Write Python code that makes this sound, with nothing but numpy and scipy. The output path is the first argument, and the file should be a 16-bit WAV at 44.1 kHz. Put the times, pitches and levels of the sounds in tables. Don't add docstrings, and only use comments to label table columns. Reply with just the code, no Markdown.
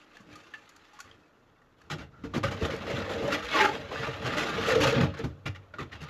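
import sys
import numpy as np
from scipy import signal
from scipy.fft import rfft, irfft, next_fast_len
from scipy.io import wavfile
from scipy.ndimage import uniform_filter1d, map_coordinates

SR = 44100
rng = np.random.default_rng(int(sys.argv[2]) if len(sys.argv) > 2 else 0)


def digitize_waveform(pressure):
    field = np.atleast_2d(pressure).T
    bounded = np.clip(field, -1, 1)
    quanta = np.round(bounded * 32767).astype(np.int16)
    wavfile.write(sys.argv[1], SR, quanta)


def nominal_scale(level):
    x = np.asarray(level, float) / 20
    return 10 ** x


N = 268569


def unit(x):
    return x / np.sqrt(np.mean(x ** 2) + 1e-20)


def along(points, hz):
    f, v = np.transpose(points)
    return np.interp(np.log(hz + 1), np.log(f + 1), v)


def curves(rows):
    s, *columns = np.transpose(rows)
    t = np.arange(N) / SR
    return [np.interp(t, s, column, -120, -120) for column in columns]


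def wobble(rate):
    knots = rng.standard_normal(int(N / SR * 400))
    return map_coordinates(knots, [np.arange(N) * rate / SR])


def filtered(x, response):
    m = next_fast_len(x.shape[-1] + SR // 4)
    return irfft(rfft(x, m) * response(np.fft.rfftfreq(m, 1 / SR)), m)[..., :x.shape[-1]]


def body(force, modes):
    def ring(f):
        total = 0
        for k, (centre, width, db) in enumerate(modes):
            damping = 1j * f * width
            total = total + (-1) ** k * nominal_scale(db) * damping / (centre * centre - f * f + damping)
        return total
    scale = np.sqrt(np.mean(np.abs(ring(np.linspace(0, SR / 2, 8192))) ** 2))
    return filtered(force, ring) / scale


def loaded(force, modes, centre_hz, octaves):
    share = []
    for hz, _, db in modes:
        distance = np.log2(hz / centre_hz) / octaves
        share.append(nominal_scale(db) * (0.13 + np.exp(-distance ** 2)))
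    total = np.sqrt(np.sum(np.square(share), axis=0))
    return sum(body(force * g / total, [(hz, w, 0)]) for g, (hz, w, _) in zip(share, modes))


def add_at(out, start_s, sound):
    out[round(start_s * SR):][:len(sound)] += sound


def swings(rows, rise_s):
    out, t = np.zeros(N + SR), np.arange(SR // 4) / SR
    for s, db, hz, t60_ms in rows:
        shape = (1 - np.exp(-t / rise_s)) * nominal_scale(-60000 * t / t60_ms)
        add_at(out, s - .003, nominal_scale(db + 3.5) * shape * np.sin(2 * np.pi * hz * t))
    return out[:N]


# f/Hz, width/Hz, level/dB
LATTICE_MODES = [(635, 440, -10), (838, 48, 0), (1170, 232, -0.5), (1448, 353, 0.5), (1827, 408, 0),
                 (2409, 690, 2.5), (2639, 625, 3), (3760, 1180, -8.5)]
DUST_MODES = [(4477, 220, 3), (4560, 410, -0.5), (6300, 4100, -9.5), (11920, 1800, -14.5)]
PANEL_MODES = [(290, 33, 5), (430, 53, -63), (460, 46, -4.5), (542, 76, -7), (553.8, 17.4, -3.5)]
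BOARD_MODES = [(62, 11, -29), (80.6, 7.7, 7), (98.8, 5, 8.5), (128.2, 13, -1), (165, 53, 2.5),
               (206, 44, -2), (242, 31, -2.5), (299.4, 9.5, 7.5)]


def crate():
    rasp, fizz, hum, rumble, board_hz = forces()
    grain = patchy(grit(spread_db=2.0, clump_db=2.0, clump_rate=130), depth_db=2.8)
    airborne = body(rasp * grain, LATTICE_MODES) + body(fizz * grain, DUST_MODES)
    airborne += ribs()
    airborne += ticks()
    airborne += nominal_scale(-9.5) * rasp * snags(rate=450, cycles=7.4, spread_db=6.5)
    panel_force = hum * grit(spread_db=2.5, clump_db=2.2, clump_rate=54)
    airborne += loaded(panel_force, PANEL_MODES, centre_hz=478, octaves=.22)
    airborne += judder()
    board_force = rumble * grit(spread_db=1.5, clump_db=3.0, clump_rate=37)
    board = loaded(board_force, BOARD_MODES, board_hz, octaves=0.75) + thumps()
    airborne += booms() + taps() + rub()
    return airborne, board


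# t/s, speed as rasp level/dB,
# weight on the feet level/dB, contact place [0 mid-span - 1 near a brace]
LIFT = [
    (0.0, -56.5, -6.5, 0.71),
    (0.08, -63, -4, 0.92),
    (0.16, -54, -14, 0.75),
    (0.25, -65, 1, 0.58),
    (0.33, -53, -8.5, 0.78),
    (0.86, -59.5, -13.5, 0.88),
    (1.1, -56.5, -7.5, 0.56),
    (1.3, -68.5, -2, 0.68),
    (1.66, -69.5, -2, 0.23),
        (1.77, -73, 2, .3),
    (1.79, -63.5, -5, .3),
    (1.86, -64, -3, .3),
    (1.89, -65, 4, .3),
]
LANDING = [
    (1.91, -59, -4, 0.42),
    (2.03, -64, 17.5, 0.25),
    (2.1, -72, 13, 0.28),
    (2.3, -64, 17, 0.14),
    (2.39, -50.5, 16, 0.6),
    (2.43, -55, 8, 0.25),
    (2.49, -66, 24, 0.16),
]
FIRST_PUSH = [
    (2.55, -47, 1, 0.66),
    (2.66, -36, -4.5, 0.55),
    (2.75, -45.5, 1, 0.34),
    (2.97, -35.5, -1.5, 0.48),
    (3.04, -41, 0.5, 0.5),
    (3.26, -39, 5, 0.69),
    (3.36, -33, -5.5, 0.38),
    (3.46, -44, -7.5, 0.99),
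]
LURCH = [
    (3.539, -25.5, -11, 0.92),
    (3.588, -30, -11, 0.77),
    (3.61, -23.5, -16, 0.63),
    (3.66, -26, -23, 0.84),
    (3.69, -34, -8.5, 0.54),
    (3.76, -37, 2.5, 0.41),
    (3.869, -47.5, -2, 0.22),
    (3.908, -45, 2, .3),
    (3.925, -39, -1.5, 0.37),
]
LAST_PUSH = [
    (4.0, -33.5, -6.5, 0.35),
    (4.16, -42, -4, 0.11),
    (4.27, -36, 0.5, 0.53),
    (4.45, -30, -9, 0.8),
    (4.56, -33.5, -4.5, 0.42),
    (4.69, -29, -7, 0.67),
    (4.82, -35.5, 4.5, 0.27),
    (4.99, -30.5, -1, 0.71),
    (5.11, -47.5, 0, 0.2),
]
TIPPING = [
    (5.13, -55, 6, .3),
    (5.16, -50, 4, .4),
    (5.185, -53, 6, .4),
    (5.197, -41, 5.7, .5),
]
SETTLE = [
    (5.211, -43.5, 6, 0.62),
    (5.289, -68, 15, 0.18),
    (5.43, -70.5, 16, 0.086),
    (5.63, -67, 14.5, 0.046),
    (5.72, -68.5, 10.5, .05),
    (5.78, -57.5, 6, 0.84),
    (5.87, -62, 14, 0.074),
    (5.95, -58, 0, 0.034),
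    (6.09, -47, -1, 0.17),
]


def motion():
    hands = LIFT + LANDING + FIRST_PUSH + LURCH + LAST_PUSH + TIPPING + SETTLE
    rasp_db, weight_db, place = curves(sorted(hands))
    t = np.arange(N) / SR
    lifted = t < LANDING[0][0]
    sliding = t > FIRST_PUSH[0][0]
    rocking = t > LAST_PUSH[-1][0]
    braced = (t > 4.93) * (t < 5.99)
    fizz_db = 1.065 * (rasp_db + 41) - 53.5 + 5 * lifted
    fizz_db = fizz_db - 0.29 * np.maximum(weight_db, 0) - 14 * braced
    hum_db = rasp_db + 1.15 * weight_db - 1.5 - 2.5 * lifted
    hum_db = hum_db - 11 * rocking - 22 * ~(lifted | sliding)
    rumble_db = rasp_db + weight_db - 2 + 3 * lifted
    board_hz = 100 * 2 ** (1.61 * np.clip(place, 0, 1))
    return rasp_db, fizz_db, hum_db, rumble_db, board_hz


# t/s, peak level/dB, ringing rib f/Hz, board level/dB, contact time/ms
BUMPS = [(1.9026, -20.5, 1220, -10, 38), (1.987, -31, 2280, -2, 49), (2.239, -34, 1170, 8.5, 28),
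         (2.339, -24.5, 1190, -3, 47), (2.434, -16, 1220, -5.5, 17.4), (2.456, -24.5, 1190, 4, 31),
         (2.481, -30, 1540, -3, 18), (2.511, -24, 1290, -1, 32), (2.621, -28.5, 1170, 6.5, 33),
         (2.652, -16.5, 1240, -8, 4.5), (2.702, -24.5, 1170, -4, 85), (5.01, -16.5, 1710, 0.5, 6),
         (5.037, -25.5, 1170, -3, 14), (5.143, -33, 1160, -11, 9.1), (5.173, -30, 1410, -20, 34),
         (5.241, -31, 956, 13.5, 13), (5.302, -51, 1200, 4, 41), (5.459, -22.5, 2303, -4.5, 22.4),
         (5.55, -33, 1900, -18, 14.4), (5.741, -44, 1480, -13, 30), (5.787, -27.5, 1260, -3.5, 47),
         (5.92, -32, 1840, 0.5, 50), (6.008, -34, 1310, -7.5, 42)]
# t/s, peak level/dB, ringing rib f/Hz, panel level/dB, contact time/ms
SLIPS = [(2.868, -34.5, 1200, 8, 22), (2.899, -21.5, 2160, -3, 21), (3.094, -24, 1200, 1, 61),
         (3.322, -16.5, 1900, -16, 33), (3.426, -23.5, 1300, -32, 66), (3.545, -17, 1130, -8, 38),
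         (3.599, -14.5, 900, -15.5, 92), (3.64, -18.5, 1700, -24, 16), (3.916, -34.5, 820, 4, 38),
         (4.072, -25.5, 790, 4, 5.5), (4.258, -20, 1130, -16, 19), (4.338, -36, 1370, -14, 8),
         (4.374, -15.5, 1350, -18, 61), (4.574, -30.5, 1130, 4, 49), (4.661, -18.5, 1350, -7, 37),
         (4.691, -12.5, 1360, -12, 33), (4.75, -19, 1260, -2.5, 21), (4.806, -11.5, 970, -30, 25),
         (4.833, -11.5, 895, -15, 16), (4.861, -13.5, 1470, -25, 51)]


def contacts(db, bite_s, fall_s):
    force, t = np.zeros(N + SR), np.arange(SR // 4) / SR
    for (s, *_, hold_ms), level in zip(BUMPS + SLIPS, db):
        released = np.maximum(t - hold_ms / 1000, 0)
        shape = (1 - np.exp(-t / bite_s)) * nominal_scale(-60 * released / fall_s - 60 * t / .5)
        add_at(force, s - .003, (nominal_scale(level) * shape) ** 2)
    return np.sqrt(force[:N])


def forces():
    rasp_db, fizz_db, hum_db, rumble_db, board_hz = motion()
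    s, peak_db, _, share_db, _ = np.transpose(BUMPS + SLIPS)
    bump = np.arange(len(peak_db)) < len(BUMPS)
    panel_db = peak_db + np.where(bump, -12.5 - 5.5 * (s > SETTLE[1][0]), share_db)
    board_db = peak_db + np.where(bump, share_db, -17.5)
    surge = .7 * np.tanh(wobble(22))
    slips = contacts(peak_db - 10.5, bite_s=0.0035, fall_s=0.072)
    bright_slips = nominal_scale(-8.5) * slips * (slips / nominal_scale(-31.5)) ** 0.19
    panel_hits = contacts(panel_db - 6.5, bite_s=0.0064, fall_s=0.12)
    board_hits = contacts(board_db - 6.0, bite_s=0.005, fall_s=0.16)
    rasp = np.hypot(nominal_scale(rasp_db + 2.54 * surge), slips)
    fizz = np.hypot(nominal_scale(fizz_db + 0.98 * surge), bright_slips)
    hum = np.hypot(nominal_scale(hum_db + 1.1 * surge), panel_hits)
    rumble = np.hypot(nominal_scale(rumble_db + 0.87 * surge), board_hits)
    return rasp, fizz, hum, rumble, board_hz


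def grit(spread_db, clump_db, clump_rate):
    sizes = nominal_scale(spread_db * rng.exponential(size=N) + clump_db * wobble(clump_rate))
    return unit(rng.standard_normal(N) * sizes)


def patchy(x, depth_db):
    z = signal.stft(x, nperseg=768)[2]
    field = uniform_filter1d(rng.standard_normal(z.shape), size=2, axis=0)
    field = uniform_filter1d(field, size=5, axis=1)
    return unit(signal.istft(z * nominal_scale(depth_db * unit(field)), nperseg=768)[1][:N])


def snags(rate, cycles, spread_db):
    when, pitch, size = rng.random((4000, 3))[:int(rate * N / SR)].T
    hz = (1400 * 2 ** (1.9 * pitch))[:, None]
    t = np.arange(SR // 50) / SR
    level = nominal_scale(-spread_db * np.log(size + 0.027))[:, None] * 1000 / hz
    rings = level * np.sin(2 * np.pi * hz * t) * np.exp(-t * hz / cycles)
    place = (when * N).astype(int)[:, None] + np.arange(len(t))
    return unit(np.bincount(place.ravel(), rings.ravel(), N + SR)[:N])


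def ribs():
    out, t = np.zeros(N + SR), np.arange(SR // 8) / SR
    for s, db, hz, *_ in BUMPS + SLIPS:
        noise = rng.standard_normal((2, len(t)))
        ring = body(noise[0] * nominal_scale(-60 * t / 0.068), [(hz, 60, 0)])
        crack = 0.47 * body(noise[1] * nominal_scale(-60 * t / 0.049), LATTICE_MODES)
        add_at(out, s - .003, nominal_scale(db - 12.0) * (ring + crack))
    return out[:N]


# t/s, level/dB, pressed share [0-1]
JUDDER = [
    (3.53, -52, 1),
    (3.585, -32, 0.7),
    (3.6, -19.5, 0.81),
    (3.625, -23.5, 0.8),
    (3.65, -28.5, 0.2),
    (3.675, -38, 0),
    (3.7, -39, 0.5),
    (3.73, -60, 0.2),
]
# f/Hz, width/Hz, level/dB
PRESSED_MODES = [(869, 30, 4.5), (1044, 26, -20), (1820, 23, -1), (2140, 47, -4), (2650, 35, -17)]
EASED_MODES = [(395.4, 20, 1), (822, 15, 3.5), (1290, 77, -9), (1624, 49, -3)]


def judder():
    judder_db, pressed = curves(JUDDER)
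    pressed = np.clip(pressed, 0, 1)
    force = nominal_scale(judder_db + 5.5) * grit(spread_db=1.0, clump_db=5.5, clump_rate=77)
    return body(force * np.sqrt(pressed), PRESSED_MODES) + body(force * np.sqrt(1 - pressed), EASED_MODES)


# t/s, peak
# level/dB, f/Hz, t60/ms
THUMPS = [(0.204, -42.5, 202, 67), (0.208, -50.5, 112, 77), (0.33, -44.5, 104, 110), (1.05, -55, 98, 120),
          (1.93, -26, 155, 100), (2.24, -33.5, 290, 180), (2.285, -31, 84, 71), (2.365, -22.5, 222, 92),
          (2.45, -21, 119.5, 86), (2.478, -28, 87, 86), (2.632, -20.5, 85, 100), (2.94, -21.5, 117, 70),
          (2.985, -33, 206, 73), (3.328, -24, 295.5, 140), (3.552, -26.5, 315, 160),
          (3.995, -31.5, 132, 140), (4.085, -29, 129, 120), (4.245, -31, 122.8, 230),
          (4.812, -27, 301, 310), (4.868, -22, 125, 110), (4.965, -19.5, 129.6, 124),
          (4.98, -19.5, 241, 174), (5.008, -15.5, 165, 81), (5.036, -11.5, 145, 58),
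          (5.243, -18.5, 117, 58), (5.461, -25, 141, 69), (5.495, -25.5, 100, 114), (5.8, -38, 269, 120),
          (5.82, -42, 110, 150), (5.83, -42, 300, 100), (5.875, -42, 100, 200), (5.945, -44, 105, 150),
          (6.02, -52, 147.6, 120), (1.99, -41, 130, 150), (3.44, -41, 60, 180)]


def thumps():
    return swings(THUMPS, rise_s=0.0044)


# t/s, peak level/dB, f/Hz
BOOMS = [(2.249, -29.5, 457), (2.346, -26.5, 529), (2.442, -16, 549), (2.517, -27, 460),
         (2.615, -20.5, 446), (2.693, -22, 538), (2.739, -21.5, 472), (3.137, -22, 485), (3.193, -29, 440),
         (3.241, -18, 464), (3.543, -22, 619), (3.576, -24, 460), (3.612, -33, 410), (4.582, -20, 472),
         (4.684, -12, 460), (4.718, -11, 510), (4.759, -10.5, 453), (4.855, -12.5, 540),
         (4.927, -13.5, 470), (4.969, -16.5, 544), (5.195, -24, 460), (5.739, -38, 600),
         (5.792, -28.5, 396)]


def booms():
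    return swings([(*row, 70) for row in BOOMS], rise_s=0.0064)


# t/s, peak level/dB, f/Hz, t60/ms
TAPS = [(1.006, -47, 1920, 40), (1.006, -51, 3300, 40), (2.439, -27, 1230, 40), (2.486, -30, 1500, 40),
        (2.486, -34, 2900, 30), (4.258, -32, 1150, 57), (4.338, -29, 1380, 50), (4.374, -23, 1400, 40),
        (4.386, -27, 2000, 40), (4.392, -30, 1180, 55), (4.58, -32, 2180, 99), (5.765, -45, 1450, 43),
        (5.788, -29.5, 1200, 38), (5.797, -34.5, 1910, 40), (5.805, -35, 1300, 40), (5.82, -37, 1050, 38),
        (5.836, -41, 1350, 44), (5.915, -45, 1300, 40), (5.955, -49, 950, 50), (6.006, -48, 2750, 60),
        (6.04, -44, 1310, 50), (6.07, -43, 1250, 60)]


def taps():
    return swings(TAPS, rise_s=0.00081)


# t/s, length/s, level/dB, first f/Hz, last f/Hz
SINGS = [(2.6, 0.173, -45.5, 420, 500), (2.881, 0.11, -51, 580, 540), (3.06, 0.13, -35, 500, 480),
         (3.18, 0.18, -36, 470, 450), (3.235, .085, -34, 550, 590), (3.329, .08, -40, 600, 640),
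         (3.4, 0.098, -41.5, 470, 493), (3.743, 0.078, -47, 600, 610), (3.914, 0.07, -38, 570, 554),
         (4.015, 0.08, -39, 570, 620), (3.998, 0.092, -46, 450, 450), (3.95, 0.102, -44, 1800, 1700),
         (4.27, 0.096, -43, 1150, 1300), (4.363, 0.11, -40, 1500, 1400), (4.35, 0.07, -34.5, 600, 560),
         (4.456, 0.084, -39, 430, 430), (4.461, 0.091, -41, 1400, 1350), (4.67, 0.099, -48, 450, 490),
         (4.73, 0.094, -28.5, 450, 536), (4.92, 0.13, -36.5, 520, 530), (5.13, 0.12, -56.5, 870, 870),
         (5.789, 0.1, -50, 400, 298), (6.05, .04, -51, 1300, 1350), (1.919, 0.109, -50, 420, 188),
         (3.592, 0.044, -24.5, 880, 860), (3.635, 0.039, -29.5, 840, 830), (3.685, 0.046, -33, 830, 815),
         (3.605, .065, -25.5, 405, 385), (3.592, .025, -27, 1815, 1810), (3.607, 0.023, -32, 2170, 2170),
         (3.597, .03, -32, 2700, 3000), (3.54, 0.033, -29, 1150, 1100), (3.5, 0.096, -38, 2200, 2180),
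         (3.6, 0.054, -41, 200, 223), (5.785, .03, -43, 1200, 1100), (6.4, 0.027, -44.5, 1500, 1700),
         (5.238, 0.042, -38.5, 300, 216), (2.438, 0.036, -32.5, 1250, 1200), (4.77, .04, -34, 490, 525)]
# t/s, length/s, level/dB, f/Hz
HELD = [
    (6.02, .046, -40, 149),
    (3.56, .04, -31, 1050),
    (5, .04, -36, 1500),
    (4.47, .08, -40, 1600),
    (4.47, .05, -38, 1180),
]


def sings():
    out = np.zeros(N + SR)
    for s, length_s, db, first_hz, last_hz in SINGS + [(*row, row[-1]) for row in HELD]:
        knots = rng.standard_normal((2, 64))
        u = np.arange(int(length_s * SR)) / SR
        size, turn = (map_coordinates(k, [u * 46.6]) for k in knots)
        bend_hz = np.linspace(first_hz, last_hz, len(u))
        phase = 2 * np.pi * np.cumsum(bend_hz) / SR + 0.9 * turn
        swell = np.abs(np.sin(np.pi * u / u[-1])) ** 0.36
        add_at(out, s, nominal_scale(db + 1.5 + 3.3 * size) * swell * np.sin(phase))
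    return out[:N]


# t/s, peak level/dB
SNAPS = [(0.7647, -39), (2.1464, -60), (2.347, -33), (2.3644, -23), (2.3796, -22), (2.5152, -30),
         (2.5676, -32), (2.612, -28), (2.765, -24), (2.9044, -33), (2.9894, -23), (3.2794, -21),
         (3.5139, -24.5), (3.911, -33), (3.9514, -30), (4.2494, -27), (4.337, -38), (4.369, -29),
         (4.3836, -12), (4.6877, -11), (4.8063, -21), (4.864, -22), (4.8986, -19), (4.9641, -31),
         (5.141, -43), (5.1701, -45), (5.1915, -23), (5.786, -44), (5.9694, -45), (6.01, -34),
         (6.0187, -28), (6.029, -29), (6.0394, -27), (6.048, -33), (1.787, -50), (1.8175, -40), (1.84, -50),
         (2.484, -28), (2.657, -25), (2.873, -30), (3.3325, -17), (4.373, -21), (4.927, -20), (4.836, -20),
         (1.985, -34)]


def snaps():
    force, t = np.zeros(N + SR), np.arange(SR // 20) / SR
    for s, db in SNAPS:
        add_at(force, s - .002, nominal_scale(db - 13.5 - 60 * t / 0.039) * rng.standard_normal(len(t)))
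    return body(force[:N], LATTICE_MODES + DUST_MODES)


# t/s, peak level/dB, ring f/Hz, click level/dB, t60/ms
TICKS = [(0.171, -32, 1720, -14, 18), (0.204, -50.5, 1117, -9.5, 110), (0.329, -40.5, 2390, -10, 31),
         (0.356, -42, 1230, -6, 72), (0.539, -29.5, 1753, -26, 86), (0.693, -50.5, 2010, 4.5, 32),
         (0.764, -51.5, 1350, 2.5, 34), (0.934, -51.5, 840, -9, 170), (0.991, -37.5, 1117, -14, 75),
         (1.004, -32.5, 1457, -3.5, 43), (1.048, -51, 1200, -11, 60), (1.115, -32, 3200, -27, 13),
         (1.619, -51, 1840, -19, 36), (1.818, -46, 1680, -16, 30), (2.513, -37, 1290, -22, 66),
         (3.915, -27.5, 1050, -39, 50), (4.372, -28, 1324, -21, 62), (5.14, -32.5, 1120, -27, 50),
         (5.172, -31, 1540, -31, 28), (5.74, -30, 1444, -35, 42), (5.93, -28.5, 1900, -40, 33)]


def ticks():
    out, t = np.zeros(N + SR), np.arange(SR // 5) / SR
    for s, db, hz, click_db, t60_ms in TICKS:
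        dying = (1 - np.exp(-t / 0.0013)) * nominal_scale(-60000 * t / t60_ms)
        noise = rng.standard_normal((3, len(t)))
        ring = (np.sin(2 * np.pi * hz * t) + .2 * np.sin(2 * np.pi * 1.54 * hz * t)) * dying
        rattle = 0.34 * body(noise[0] * dying, LATTICE_MODES)
        click = nominal_scale(click_db + 3.5) * body(noise[1] * dying, DUST_MODES)
        thud = nominal_scale(-67 - db) * body(noise[2] * nominal_scale(-60 * t / 0.25), BOARD_MODES)
        add_at(out, s - .002, nominal_scale(db + 0.5) * (ring + rattle + click + thud))
    return out[:N]


def rub():
    start_s, length_s, level_db = 2.14, 0.14, -56
    rise = [(start_s - .01, level_db - 7), (start_s + 0.0036, level_db)]
    rub_db, = curves(rise + [(start_s + length_s, level_db - 3)])
    return body(nominal_scale(rub_db) * rng.standard_normal(N), [(1350, 41, 0)])


# f/Hz, t60/s
GARAGE_T60 = [(100, 0.55), (1000, 0.21), (8000, 0.18)]


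def garage(x):
    hz, t, z = signal.stft(rng.standard_normal(SR // 2), SR, nperseg=256)
    decay = nominal_scale(-60 * t / along(GARAGE_T60, hz)[:, None])
    tail = signal.istft(z * decay, SR, nperseg=256)[1]
    delayed = np.pad(x, (200, 0))
    return signal.fftconvolve(delayed, tail / np.linalg.norm(tail))[:N]


# f/Hz, spectral level/dB per Hz
HUSH = [(15, -3), (27, 14), (45, -11), (74, -15), (180, -16), (270, -4), (500, -6.5), (940, -8.5),
        (1330, -5), (1800, -13.5), (2400, -32), (14000, -27)]


def hush():
    air = filtered(rng.standard_normal(N), lambda hz: nominal_scale(along(HUSH, hz)))
    return nominal_scale(-62.0 + 1.3 * wobble(0.32)) * unit(air)


def scene():
    airborne, board = crate()
    room = nominal_scale(-10.5) * garage(airborne + 0.6 * board)
    sound = airborne + board + room + hush() + sings() + snaps()
    return np.array([sound, sound])


# f/Hz, level/dB
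MICROPHONE = [(20, -30), (30, -4), (60, 0), (7000, -4.5), (8300, -16), (9800, -14.5), (13000, -11.5),
              (13800, -18), (14300, -28)]
# f/Hz, level/dB
PORTS = [(1000, -43), (2500, -31.5), (5000, -26), (7000, -22), (9500, -17), (11000, -14), (12000, 6.5),
         (14000, 8)]


def top_cut(x):
    return signal.sosfilt(signal.butter(12, 15080, fs=SR, output="sos"), x)


def record(dry):
    def housing(hz):
        offset_hz = hz - 9080
        return np.abs(offset_hz) / np.hypot(offset_hz, 370) * (hz < 15000)
    mid = filtered(dry[0], lambda hz: nominal_scale(along(MICROPHONE, hz)) * housing(hz))
    z = signal.stft(mid, nperseg=128)[2]
    random_phase = np.exp(2j * np.pi * rng.random(z.shape))
    other = signal.istft(z * random_phase, nperseg=128)[1][:N]
    side = filtered(other, lambda hz: nominal_scale(along(PORTS, hz) - 6.0) * housing(hz))
    return top_cut(np.array([mid + side, mid - side]))


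dry = scene()
out = record(dry)
digitize_waveform(out)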